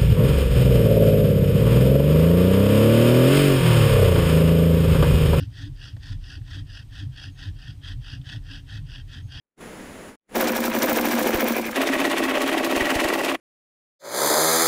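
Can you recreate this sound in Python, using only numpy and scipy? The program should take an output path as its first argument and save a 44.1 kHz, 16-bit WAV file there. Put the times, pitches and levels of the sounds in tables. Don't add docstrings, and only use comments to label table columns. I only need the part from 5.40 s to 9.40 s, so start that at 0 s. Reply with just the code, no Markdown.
import sys
import numpy as np
from scipy import signal
from scipy.fft import rfft, irfft
from scipy.io import wavfile
from scipy.ndimage import uniform_filter1d

SR = 44100
rng = np.random.default_rng(int(sys.argv[2]) if len(sys.argv) > 2 else 0)


def inscribe(sig):
    pcm = np.round(np.clip(np.atleast_2d(sig).T, -1, 1) * 32767)
    wavfile.write(sys.argv[1], SR, pcm.astype(np.int16))


N = 176400
T = np.arange(N) / SR
HZ = np.fft.rfftfreq(N, 1 / SR)

# moment of full speed in seconds, run-up in seconds, level in dB,
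# the socket's rasp in dB against the stroke.
PUSHES = [(0.217, 0.079, -47, -7), (0.695, 0.0766, -46.5, -18), (1.152, 0.0785, -46, -7),
          (1.587, 0.066, -46, -5), (2.039, 0.069, -46, -10), (2.482, 0.053, -44, -4.5),
          (2.915, 0.0597, -43, -4), (3.34, 0.0637, -46, -5), (3.752, 0.061, -46, -3.5)]
PULLS = [(-0.005, 0.065, -48, -13.5), (0.465, 0.0871, -47, -6), (0.921, 0.0878, -45.5, -10),
         (1.364, 0.0778, -47, -8), (1.836, 0.0879, -45.5, -4.5), (2.275, 0.0996, -48.5, -5),
         (2.717, 0.0838, -45, -4.5), (3.139, 0.0795, -44.5, -4.5), (3.555, 0.075, -46.5, -3.5),
         (3.966, 0.063, -44, -3)]
# pitch in Hz, width in Hz, relative dB on a push and on a pull.
WOOD = [(786, 540, -20, -16.5), (1016, 35, -11.5, -16.5), (1498, 200, -5, -3), (1694, 165, -1, 1.5),
        (1870, 124, -1, -4.5), (2603, 110, -5, -2), (2840, 223, -13.5, 1.5), (3392, 654, -2.5, -4),
        (4464, 170, -7, -3.5), (4848, 263, -6.5, -1.5), (5290, 450, -11.5, -8), (5850, 330, -16, -13),
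        (6430, 240, -16, -19.5), (7770, 1200, -26, -26.5), (9860, 1160, -30, -27.5)]


def spindle():
    # pitch in Hz, width in Hz, level in dB against the stroke.
    modes = [(759, 36.1, -26), (1842, 54.7, -13.5), (2870, 44, -21.5)]
    # frequency in Hz, relative level in dB.
    dust_spectrum = [(3000, -37), (9000, -9), (12000, -3), (15000, 3)]
    _, _, push_db, pull_db = np.transpose(WOOD)
    push = grind(PUSHES, push_db, level_db=-2.0, turns_per_s=29, wobble_db=2.0, flutter_db=0.8,
                 grains_per_s=1100, grain_spread_db=3.5, grit=0.51)
    pull = grind(PULLS, pull_db, level_db=-1.4, turns_per_s=61, wobble_db=1.5, flutter_db=1.85,
                 grains_per_s=1500, grain_spread_db=5.5, grit=0.31)
    singing = sum(amp(db) * unit(drift(width) * tone(hz + width / 2 * drift(38.2)))
                  for hz, width, db in modes)
    dust = amp(-29) * effort(PUSHES) * noise(dust_spectrum)
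    return shifting_contact(push + pull + dust + effort(PUSHES + PULLS) * singing)


def grind(strokes, wood_db, level_db, turns_per_s, wobble_db, flutter_db,
          grains_per_s, grain_spread_db, grit):
    force = effort(strokes)
    speed = np.sqrt(force / force.max())
    turns = np.cumsum(turns_per_s * speed * (1 + 0.15 * drift(22))) / SR + rng.random()
    bite = amp(wobble_db * np.cos(2 * np.pi * turns) + flutter_db * drift(140))
    snaps = (rng.random(N) < grains_per_s * speed / SR) * rng.choice([-1, 1], N)
    sizes = amp(grain_spread_db * np.minimum(rng.exponential(1, N), 3.5))
    friction = unit(bite * (rng.standard_normal(N) + grit * unit(snaps * sizes)))
    rasp_hz = 3255 * (1 + .03 * (speed - 1))
    rasp = resonate(bite * rng.standard_normal(N), rasp_hz, width_hz=230)
    return amp(level_db) * (wood(force * friction, wood_db) + effort(strokes, rasp=True) * rasp)


def effort(strokes, rasp=False):
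    slowing_s, fall_db, flatness = .057, 10, 2.653
    strength = np.zeros(N)
    for peak_s, run_up_s, db, rasp_db in strokes:
        from_peak = abs(T - peak_s) / np.where(T < peak_s, run_up_s, slowing_s)
        strength += amp(db + rasp * rasp_db - fall_db * from_peak ** flatness)
    return strength


def wood(x, levels_db):
    power = sum(amp(db) ** 2 / (1 + ((HZ - hz) / width) ** 2) ** 3
                for (hz, width, _, _), db in zip(WOOD, levels_db))
    log_gain = np.log(power + 1e-9) / 2
    mirrored = np.r_[log_gain, log_gain[-2:0:-1]]
    response = np.exp(np.conj(signal.hilbert(mirrored)))
    ring = np.fft.ifft(response).real[:2048]
    return signal.oaconvolve(x, ring / np.linalg.norm(ring))[:N]


def shifting_contact(x, patch_db=1.9, dulling_db_per_s=1, treble_hz=3750):
    hz, t, spectrum = signal.stft(x, SR, nperseg=512, noverlap=384)
    swells = uniform_filter1d(rng.standard_normal((len(t), len(hz))), size=7, axis=0)
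    patches = unit(uniform_filter1d(swells, size=3, axis=1))
    treble = hz ** 8 / (hz ** 8 + treble_hz ** 8)
    wear_db = (t - t.mean())[:, None] * -dulling_db_per_s * treble
    gain = amp(patch_db * patches + wear_db).T
    return signal.istft(spectrum * gain, SR, nperseg=512, noverlap=384)[1][:N]


def knocks():
    # start in seconds, level in dB.
    tick_hits = [(0.566, -49), (1.014, -56), (1.080, -43), (2.815, -51), (2.891, -37.5)]
    clunk_hits = [(0.566, -53), (1.171, -55.5), (2.07, -57), (2.946, -51.5)]
    # frequency in Hz, relative level in dB.
    hollow = [(330, -18), (530, 0), (850, -4), (2500, -31)]
    dull_db = [push_db - .0015 * hz for hz, _, push_db, _ in WOOD]
    ticks = wood(decays(tick_hits, fade_s=0.0039) * rng.standard_normal(N), dull_db)
    return ticks + decays(clunk_hits, fade_s=0.0063) * noise(hollow)


def board():
    # centre in seconds, half length in seconds, pitch in Hz, level in dB, ring in dB.
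    judders = [(0.026, 0.011, 104, -25, -35.5), (0.075, 0.02, 106.7, -33.5, -59),
               (0.242, 0.035, 96.3, -34, -46), (0.309, 0.017, 124.6, -36, -63),
               (0.557, 0.015, 102, -32, -53), (0.735, 0.031, 95, -29.5, -51),
               (0.977, 0.0089, 97.95, -31, -42.5), (1.01, 0.014, 109.3, -34.5, -55),
               (1.173, 0.04, 94, -33, -51.5), (1.47, 0.04, 105.7, -42.5, -73),
               (1.628, 0.036, 92.8, -32, -52.5), (1.688, 0.026, 118.5, -34.5, -62),
               (1.895, 0.018, 99, -32, -51.5), (2.093, 0.016, 96, -29.5, -52),
               (2.296, 0.015, 119.2, -35.5, -57), (2.526, 0.037, 89.9, -34.5, -57.5),
               (2.592, 0.017, 117, -30.5, -64), (2.737, 0.0083, 106.5, -31, -50),
               (2.795, 0.03, 125.1, -35, -56.5), (2.967, 0.028, 101, -32.5, -58),
               (3.118, 0.013, 110.7, -40.5, -51), (3.368, 0.037, 97, -33, -54),
               (3.44, 0.013, 128, -33.5, -81), (3.597, 0.015, 112.8, -38, -61),
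               (3.782, 0.039, 96.6, -35.5, -54.5), (3.847, 0.013, 111, -31.5, -71)]
    # frequency in Hz, relative level in dB.
    murmur = [(60, -9), (135, 7.5), (160, 6.5), (178, -8), (210, 3), (240, -10.5), (285, 3), (335, -13.5),
              (375, -17), (430, -21.5), (800, -46.5)]
    out, wander, rough = np.zeros(N), drift(40.2), drift(75)
    ring = tone(275 + 20 * drift(52.24)) * unit(1 + 0.44 * drift(30))
    for centre_s, half_s, hz, db, ring_db in judders:
        swell = np.exp(-((T - centre_s) / half_s) ** 2 / 2)
        shudder = amp(db) * tone(hz * (1 + .075 * wander)) * (1 + .27 * rough)
        out += swell * (shudder + amp(ring_db) * ring)
    lag_s, pull_db = 0.037, -2.5
    load = np.interp(T - lag_s, T, effort(PUSHES) + amp(pull_db) * effort(PULLS))
    return out + amp(-3) * load * noise(murmur)


def thuds(hz=35.07, rise_s=0.05, fade_s=0.095):
    # peak in seconds, level in dB.
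    peaks = [(.31, -36.5), (.765, -32), (1.22, -37.5), (1.66, -39.5), (2.12, -36), (2.554, -32),
             (3.01, -36.5), (3.43, -40), (3.62, -42.5)]
    weight = sum(amp(db) * np.exp(-abs(T - s) / np.where(T < s, rise_s, fade_s)) for s, db in peaks)
    return weight * tone(hz + 2 * drift(15.2))


def outdoors():
    # frequency in Hz, relative level in dB.
    rumble = [(15, -24), (35, -1), (55, -4), (95, -1), (135, -4.5), (160, -12), (180, -28.5), (230, -34.5),
              (280, -17.5), (335, -42.5), (375, -29), (450, -67), (900, -72)]
    air = [(100, -22), (400, 3), (800, 1.5), (1500, -5), (3200, -0.5), (6000, -7), (10000, -12),
           (15000, -15.5)]
    return amp(-41) * noise(rumble) + amp(-65) * noise(air)


def whine(pips_per_s=40, buzz_db=-73.5):
    # start in seconds, end in seconds.
    buzzes = [(1.915, 2.0), (3.82, 3.9)]
    pulse = (1 + np.cos(2 * np.pi * pips_per_s * (T - .002))) / 2
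    pips = amp(-72) * pulse ** 3.6 * tone(8450 + 45 * drift(166))
    whistle = amp(-83) * pulse * tone(13480 + 20 * drift(200))
    gate = uniform_filter1d(sum(1. * (T > start) * (T < end) for start, end in buzzes), size=300)
    root_hz = 3240 + 22 * drift(320)
    buzz = amp(buzz_db) * tone(2 * root_hz) + amp(buzz_db - 7) * tone(3 * root_hz)
    return pips + whistle + gate * buzz


def amp(db):
    return 10 ** (np.asarray(db) / 20)


def unit(x):
    return x / np.sqrt(np.mean(x ** 2) + 1e-20)


def noise(points):
    hz, db = np.transpose(points)
    colour = amp(np.interp(np.log(HZ + 1), np.log(hz), db))
    return unit(irfft(rfft(rng.standard_normal(N)) * colour, N))


def drift(rate_hz):
    return unit(irfft(rfft(rng.standard_normal(N)) * np.exp(-(HZ / rate_hz) ** 2), N))


def tone(hz):
    return np.sqrt(2) * np.sin(2 * np.pi * (np.cumsum(hz) / SR + rng.random()))


def decays(hits, fade_s):
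    return sum(amp(db) * (T >= s) * np.exp(-abs(T - s) / fade_s) for s, db in hits)


def resonate(x, hz, width_hz):
    carrier = np.exp(2j * np.pi * np.cumsum(hz) / SR)
    pole = np.exp(-np.pi * width_hz / SR)
    return unit((carrier * signal.lfilter([1], [1, -2 * pole, pole * pole], x / carrier)).real)


def scene():
    return (spindle() + knocks() + board() + thuds() + outdoors() + whine())[None]


def record(dry, low_cut_hz=21.3, high_cut_hz=15350):
    low_cut = signal.butter(3, low_cut_hz, "highpass", fs=SR, output="sos")
    high_cut = signal.firwin(511, high_cut_hz, window=("kaiser", 9), fs=SR)
    return signal.oaconvolve(signal.sosfilt(low_cut, dry), high_cut[None], "same")


dry = scene()
out = record(dry)
inscribe(out)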